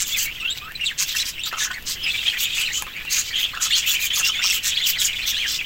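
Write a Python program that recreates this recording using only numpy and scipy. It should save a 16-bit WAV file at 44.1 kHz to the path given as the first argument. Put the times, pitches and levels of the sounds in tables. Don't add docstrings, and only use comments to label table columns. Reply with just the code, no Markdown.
import sys
import numpy as np
from scipy import signal
from scipy.fft import rfft, irfft, next_fast_len
from scipy.io import wavfile
from scipy.ndimage import uniform_filter1d

SR = 44100
rng = np.random.default_rng(int(sys.argv[2]) if len(sys.argv) > 2 else 0)


def log_audio(samples):
    frames = np.atleast_2d(samples).T
    limited = np.clip(frames, -1, 1)
    pcm = np.round(limited * 32767).astype(np.int16)
    wavfile.write(sys.argv[1], SR, pcm)


N = 249165

# (frequency [Hz], level [dB])
RASP_SPECTRUM = [(500, -99), (1000, -18.5), (2400, -5), (4500, -3), (6700, -5.5), (8000, -5.5), (9000, -19),
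                 (11200, -14.5), (12400, -18.5), (14300, -9.5), (16000, -13)]
# (time [s], length [s], level [dB], beak resonance [Hz], pulse depth [0-1], treble gain [dB])
NEAR_SQUAWKS = [(-.03, 0.082, -24.5, 6800, 0.66, -7), (0.046, 0.11, -32, 6740, 0, 13.5),
                (0.148, 0.13, -27, 6740, 0.14, 13), (.558, 0.04, -27, 3630, 0.8, 5),
                (0.832, 0.04, -28, 8000, 0.4, 3), (.969, 0.089, -20.5, 6560, 0.7, -3.5),
                (1.048, 0.11, -34, 5260, 0.06, 11.5), (1.134, 0.11, -26.5, 5500, 0.1, -7),
                (1.233, 0.091, -27.5, 5470, 0, -11), (1.442, 0.066, -31, 4600, 0.1, 10),
                (1.562, 0.12, -27, 6250, 0, -1.5), (1.845, 0.12, -28, 6600, 0.12, -5),
                (2.368, 0.099, -29, 6340, 0.04, 15), (2.531, 0.12, -29, 7140, 0.22, -10),
                (2.71, 0.12, -29, 6900, 0, 4.5), (3.088, 0.15, -22.5, 6470, 0.08, 0),
                (3.223, 0.096, -32, 4900, 0, 4), (3.362, 0.1, -36.5, 6340, 0.2, 14.5),
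                (3.594, 0.095, -23, 6750, 0, -21), (3.668, 0.074, -38, 7160, 0.2, 13),
                (3.741, 0.08, -20.5, 6800, 0.47, 2), (3.851, 0.12, -25.5, 6600, 0.24, 12.5),
                (3.986, 0.11, -29, 6800, 0.14, 14), (4.125, 0.11, -24.5, 6350, 0.2, -22),
                (4.231, 0.076, -20.5, 5800, 0.23, 5), (4.405, 0.13, -24, 5500, 0.95, 2),
                (4.502, 0.096, -27.5, 7100, 0, 13), (4.62, 0.099, -21.5, 6500, 0.37, -8),
                (4.844, 0.089, -22.5, 6050, 0.08, 12.5), (4.978, 0.12, -24, 6600, 0.26, -29),
                (5.251, 0.08, -25, 5900, 0.2, 11.5), (5.452, 0.14, -27.5, 5300, 0.07, 1.5)]


def squawks(flaps_per_s=188, grit_db=1.4, swell_db=.5, beak_rise=1.001):
    out, jitter, uneven = np.zeros(N), drift(11), drift(200)
    air = tongue_and_beak(colour(rng.standard_normal(N), RASP_SPECTRUM))
    treble = signal.butter(4, 9500, "high", fs=SR, output="sos")
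    paces = rng.standard_normal(len(NEAR_SQUAWKS))
    for (start, length, db, beak_hz, depth, treble_db), pace in zip(NEAR_SQUAWKS, paces):
        u, envelope = swell(length, edge_s=.04)
        envelope *= amp(db + swell_db * (u - 2.5))
        at = min(max(round(start * SR), 0), N - len(u))
        span, t = slice(at, at + len(u)), np.arange(len(u)) / SR
        phase = 2 * np.pi * flaps_per_s * (1 + .04 * pace) * t + .4 * jitter[span]
        gate = rms_one((1 - np.clip(depth, 0, 1) * np.cos(phase)) ** 1.4)
        puffs = air[span] * gate * envelope * amp(grit_db * uneven[span])
        bounce = round(SR * .0005 * np.exp(.5 * pace))
        puffs[bounce:] += .3 * puffs[:-bounce]
        ring = sum(share * signal.lfilter(*signal.iirpeak(hz, Q=6, fs=SR), puffs)
                   for share, hz in ((1 - u, beak_hz / beak_rise), (u, beak_hz * beak_rise)))
        add(out, puffs + 1.74 * ring + (amp(treble_db) - 1) * signal.sosfilt(treble, puffs), start)
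    return out


def tongue_and_beak(rasp, wander_db=3.2, wander_hz=45):
    out, edges_hz = np.zeros(N), np.geomspace(700, 19000, 10)
    for k in range(len(edges_hz) - 1):
        band = signal.sosfilt(signal.butter(2, edges_hz[k:k + 2], "band", fs=SR, output="sos"), rasp)
        out += (-1) ** k * amp(wander_db * drift(wander_hz)) * band
    return rms_one(out)


def syrinx(rows, waver, hoarse, overtone_db, edge_s):
    out, trembles = np.zeros(N), np.array([drift(hz) for hz in (57.5, 40, 353, 25)])
    for (start, length, first_hz, last_hz, db), skip in zip(rows, rng.random(len(rows))):
        u, envelope = swell(length, edge_s)
        at = int(skip * N * .9)
        wobble, flutter, breath, flash = trembles[:, at:at + len(u)]
        glide = np.sin(np.pi / 2 * u) if last_hz > first_hz else u
        hz = (first_hz + (last_hz - first_hz) * glide) * (1 + waver * wobble)
        phase = 2 * np.pi * np.cumsum(hz) / SR
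        overtones = sum(np.sin(k * phase) / (k - 1) ** 2 * beak_gain(k * hz) for k in (2, 3, 4, 5))
        richness = amp(overtone_db + 9 * np.minimum(flash, 1.2)) * (3000 / first_hz) ** .5
        strength = amp(db + .74 * flutter) * (1 - hoarse + hoarse * breath)
        add(out, np.sqrt(2) * strength * envelope * (np.sin(phase) + richness * overtones), start)
    return out


def beak_gain(hz, ring_hz=7700, half_width_hz=800, fade_hz=14500):
    lift = 1 + 6 / (1 + ((hz - ring_hz) / half_width_hz) ** 2)
    return lift / (1 + (hz / fade_hz) ** 12)


# (time [s], length [s], first pitch [Hz], last pitch [Hz], level [dB])
NEAR_WHISTLES = [(0.112, 0.048, 3270, 3530, -22.5), (0.14, 0.034, 2744, 2143, -22.5),
                 (0.164, 0.027, 1940, 2110, -27), (0.188, 0.049, 2670, 3060, -26.5),
                 (0.255, 0.052, 2236, 2295, -26.5), (0.399, 0.041, 2855, 2540, -28.5),
                 (0.407, 0.11, 1170, 1576, -41.5), (0.44, 0.03, 2700, 2810, -21),
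                 (0.47, 0.064, 2840, 3755, -23), (0.598, 0.1, 2400, 2685, -38.5),
                 (0.612, 0.075, 1080, 1330, -38.5), (.672, 0.05, 1350, 1790, -35.5),
                 (.75, 0.019, 4010, 3800, -25.5), (0.794, 0.02, 1770, 2830, -27),
                 (0.806, 0.044, 2910, 2740, -20), (0.862, 0.036, 3900, 2656, -17.5),
                 (0.89, 0.034, 2800, 1430, -27.5), (1.143, 0.018, 1760, 1840, -22.5),
                 (1.158, 0.021, 2850, 2650, -20.5), (1.181, 0.036, 3020, 4100, -22.5),
                 (1.206, 0.025, 4150, 3820, -22), (1.221, 0.018, 3890, 1100, -26),
                 (1.345, 0.047, 3700, 2140, -38), (1.375, 0.049, 2113, 3110, -28),
                 (2.027, 0.027, 5030, 4860, -25.5), (2.067, 0.04, 2406, 2640, -22),
                 (2.13, 0.038, 2395, 2310, -24), (2.604, 0.053, 2510, 3100, -25.5),
                 (2.63, 0.016, 3090, 2200, -26), (2.652, 0.016, 4160, 3450, -29),
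                 (2.668, 0.025, 3030, 1710, -23), (2.7, 0.025, 1740, 2073, -27),
                 (2.738, 0.046, 2900, 3060, -25), (2.778, 0.044, 1200, 1320, -41.5),
                 (3.067, 0.031, 2816, 2750, -28), (3.702, 0.047, 3180, 3800, -20.5),
                 (3.72, 0.05, 2700, 3380, -16), (3.728, 0.05, 4510, 4010, -20.5),
                 (3.855, 0.024, 2555, 2590, -21), (3.937, 0.033, 2350, 3250, -19.5),
                 (3.965, 0.01, 2980, 2050, -14), (4.015, 0.047, 2555, 2326, -23.5),
                 (4.1, 0.053, 2900, 3570, -19.5), (4.192, 0.0143, 3910, 1380, -22),
                 (4.225, 0.047, 2754, 2804, -17.5), (4.285, 0.027, 2860, 3010, -20),
                 (4.314, 0.016, 3030, 3170, -23), (4.337, 0.07, 3085, 3570, -22.5),
                 (4.414, 0.043, 1740, 2935, -23), (4.422, 0.039, 3400, 2200, -22.5),
                 (4.476, 0.047, 2880, 2626, -21), (4.522, 0.014, 2110, 2250, -20.5),
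                 (4.81, 0.037, 3320, 3580, -21), (4.835, 0.038, 4090, 2620, -19.5),
                 (4.925, 0.044, 2570, 3220, -26.5), (4.981, 0.032, 3930, 3600, -23),
                 (5.066, 0.047, 2876, 2985, -26), (5.18, 0.034, 2980, 3020, -35),
                 (5.215, 0.025, 2420, 1600, -33), (5.25, 0.026, 1685, 2250, -33),
                 (5.302, 0.04, 2600, 1500, -33), (5.362, 0.066, 1470, 2635, -31),
                 (5.334, 0.1, 2435, 3310, -26), (5.418, 0.05, 2600, 1532, -25),
                 (5.585, 0.045, 2700, 2276, -24)]


def whistles():
    return syrinx(NEAR_WHISTLES, waver=.02, hoarse=.28, overtone_db=-29, edge_s=.007)


# (time [s], length [s], pitch [Hz], level [dB])
GRATING_CALLS = [(0.847, 0.027, 3930, -21), (1.077, 0.061, 3750, -25), (1.43, 0.058, 3636, -22.5),
                 (1.582, 0.067, 3580, -28), (2.027, 0.08, 2860, -24.5), (2.087, 0.037, 3860, -28),
                 (2.258, 0.039, 3264, -14.5), (2.421, 0.045, 3460, -23), (2.558, 0.068, 2713, -22.5),
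                 (2.948, 0.08, 2360, -30), (3.333, 0.09, 3264, -22), (3.423, 0.049, 3210, -19.5),
                 (3.869, 0.054, 3270, -19), (4.533, 0.061, 2980, -24), (4.699, 0.047, 3296, -21.5),
                 (4.764, 0.031, 3220, -16.5), (5.011, 0.017, 3330, -12.5), (5.271, 0.021, 3300, -17.5)]


def grating_calls():
    rows = [(start, length, hz, hz, db) for start, length, hz, db in GRATING_CALLS]
    return syrinx(rows, waver=.035, hoarse=.65, overtone_db=-32, edge_s=.01)


# (time [s], first pitch [Hz], last pitch [Hz], level [dB])
LOW_CLUCKS = [(1.46, 1320, 1170, -36), (1.525, 1400, 1370, -23), (1.537, 1436, 950, -34.5),
              (1.566, 1540, 1050, -29.5), (1.601, 1880, 1600, -29), (1.617, 1107, 2090, -24.5),
              (1.641, 2133, 1280, -26.5), (1.667, 1407, 1730, -29), (1.701, 1600, 1483, -23),
              (1.73, 1700, 2120, -27.5), (1.745, 2496, 1940, -27), (1.767, 2003, 1550, -28),
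              (2.864, 1510, 1060, -37), (3.533, 1090, 1680, -29), (3.562, 1280, 1334, -27),
              (3.599, 1630, 1240, -29.5), (3.652, 1565, 1180, -29), (3.702, 1840, 2260, -24),
              (4.165, 1476, 1020, -33), (4.198, 1845, 1164, -28), (4.284, 1540, 1090, -29),
              (4.391, 1395, 1510, -31), (4.441, 1140, 1310, -30.5)]


def clucks(length_s=.0207):
    rows = [(start, length_s, first_hz, last_hz, db) for start, first_hz, last_hz, db in LOW_CLUCKS]
    return syrinx(rows, waver=.045, hoarse=.4, overtone_db=-17, edge_s=.0035)


# (time [s], crack level [dB], knock level [dB])
BEAK_AND_CLAW_TICKS = [(.568, -30, -26), (.721, -25, -34.5), (1.527, -30, -15), (1.825, -26, -40.5),
                       (2.823, -11, -12), (2.867, -36, -17), (3.051, -24.5, -25), (4.2, -17, -24)]


def ticks(crack_decay_s=.0006, knock_decay_s=.003):
    out, t = np.zeros(N), np.arange(1300) / SR
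    dull = signal.butter(2, [600, 2600], "band", fs=SR, output="sos")
    for start, crack_db, knock_db in BEAK_AND_CLAW_TICKS:
        crack = rng.standard_normal(len(t)) * np.exp(-t / crack_decay_s)
        knock = signal.sosfilt(dull, rng.standard_normal(len(t)) * np.exp(-t / knock_decay_s))
        add(out, amp(crack_db) * crack + amp(knock_db) * knock, start)
    return out


# (time [s], level [dB])
CHORUS_LEVELS = [(0, -33.5), (.25, -33), (.55, -38.5), (.7, -45.5), (0.852, -34), (0.962, -44),
                 (1.101, -31), (1.33, -40), (1.55, -33), (1.85, -46.5), (2.067, -26.5), (2.649, -26),
                 (2.8, -37.5), (3.25, -35.5), (3.402, -24.5), (3.551, -37.5), (3.7, -26), (4.3, -29),
                 (4.5, -26.5), (4.62, -32.5), (4.801, -25.5), (5, -29), (5.4, -24.5), (5.65, -31.5)]


def chorus(chirps_per_s=170, usual_hz=2999, usual_length_s=.02422, hz_per_db=19.5):
    count = round(chirps_per_s * N / SR)
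    timing, voice, bend, stretch, force = np.clip(rng.standard_normal((count, 5)), -2, 2).T
    start = (np.arange(count) + timing) / chirps_per_s
    times, db = np.transpose(CHORUS_LEVELS)
    excitement_db = np.interp(start, times, db) - db.mean()
    spread = np.where(voice > 0, .125, .26)
    first_hz = (usual_hz + hz_per_db * excitement_db) * np.exp(spread * voice)
    last_hz = first_hz * np.exp(.1436 * bend)
    length = usual_length_s * np.exp(.385 * stretch)
    chirp_db = 3.5 * force - 2 * voice ** 2
    rows = np.transpose([start, length, first_hz, last_hz, chirp_db])
    chirps = syrinx(rows, waver=.03, hoarse=.45, overtone_db=-38, edge_s=.008)
    chirps /= np.sqrt(uniform_filter1d(chirps ** 2, size=2000) + .039)
    rasp = amp(-13 + 3 * drift(8)) * rms_one(colour(rng.standard_normal(N), RASP_SPECTRUM))
    return (chirps + rasp) * amp(np.interp(np.arange(N) / SR, times, db))


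def reflections(birds, t60_s=.1, level_db=-10):
    t = np.arange(round(.3 * SR)) / SR
    tail = rng.standard_normal(len(t)) * amp(-60 * t / t60_s) * (t > .004)
    tail = signal.lfilter([1], [1, -.4], tail)
    return amp(level_db) * signal.fftconvolve(birds, tail / np.sqrt(np.sum(tail ** 2)))[:N]


# (frequency [Hz], level [dB])
AIR_SPECTRUM = [(20, 6.5), (55, 1), (140, -6), (250, -10.5), (850, -20), (3000, -11), (7500, -29),
                (9200, -37), (14000, -17.5)]


def air_and_traffic(level_db=-39.5):
    return amp(level_db + drift(.86)) * rms_one(colour(rng.standard_normal(N), AIR_SPECTRUM))


def hum(hz=143.6, level_db=-58):
    return amp(level_db + 3.8 * drift(3.3)) * np.sin(2 * np.pi * hz * np.arange(N) / SR)


def amp(db):
    return 10 ** (np.asarray(db) / 20)


def rms_one(x):
    return x / np.sqrt(np.mean(x ** 2) + 1e-20)


def colour(x, spectrum):
    hz, db = np.transpose(spectrum)
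    size = next_fast_len(len(x))
    grid = np.log(np.arange(size // 2 + 1) * SR / size + 1)
    return irfft(rfft(x, size) * amp(np.interp(grid, np.log(hz), db)), size)[:len(x)]


def drift(rate_hz):
    pole = np.exp(-2 * np.pi * rate_hz / SR)
    wander = signal.lfilter([1], [1, -2 * pole, pole * pole], rng.standard_normal(N + 9000))
    return rms_one(wander[9000:])


def add(out, piece, start_s):
    at = round(start_s * SR)
    piece, at = piece[max(-at, 0):], max(at, 0)
    out[at:at + len(piece)] += piece[:max(N - at, 0)]


def swell(length_s, edge_s):
    t = np.arange(max(round(length_s * SR), 8)) / SR
    ramp = np.clip(np.minimum(t, t[-1] - t) / edge_s, 0, 1)
    return t / t[-1], np.sin(np.pi / 2 * ramp) ** 2


def scene():
    birds = whistles() + squawks() + grating_calls() + clucks() + chorus() + ticks()
    background = hum() + air_and_traffic()
    return (birds + reflections(birds) + background)[None]


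def record(dry, ceiling=.65, cutoff_hz=15900):
    lowpass = signal.ellip(12, .5, 70, cutoff_hz, fs=SR, output="sos")
    return signal.sosfilt(lowpass, ceiling * np.tanh(dry / ceiling))


dry = scene()
out = record(dry)
log_audio(out)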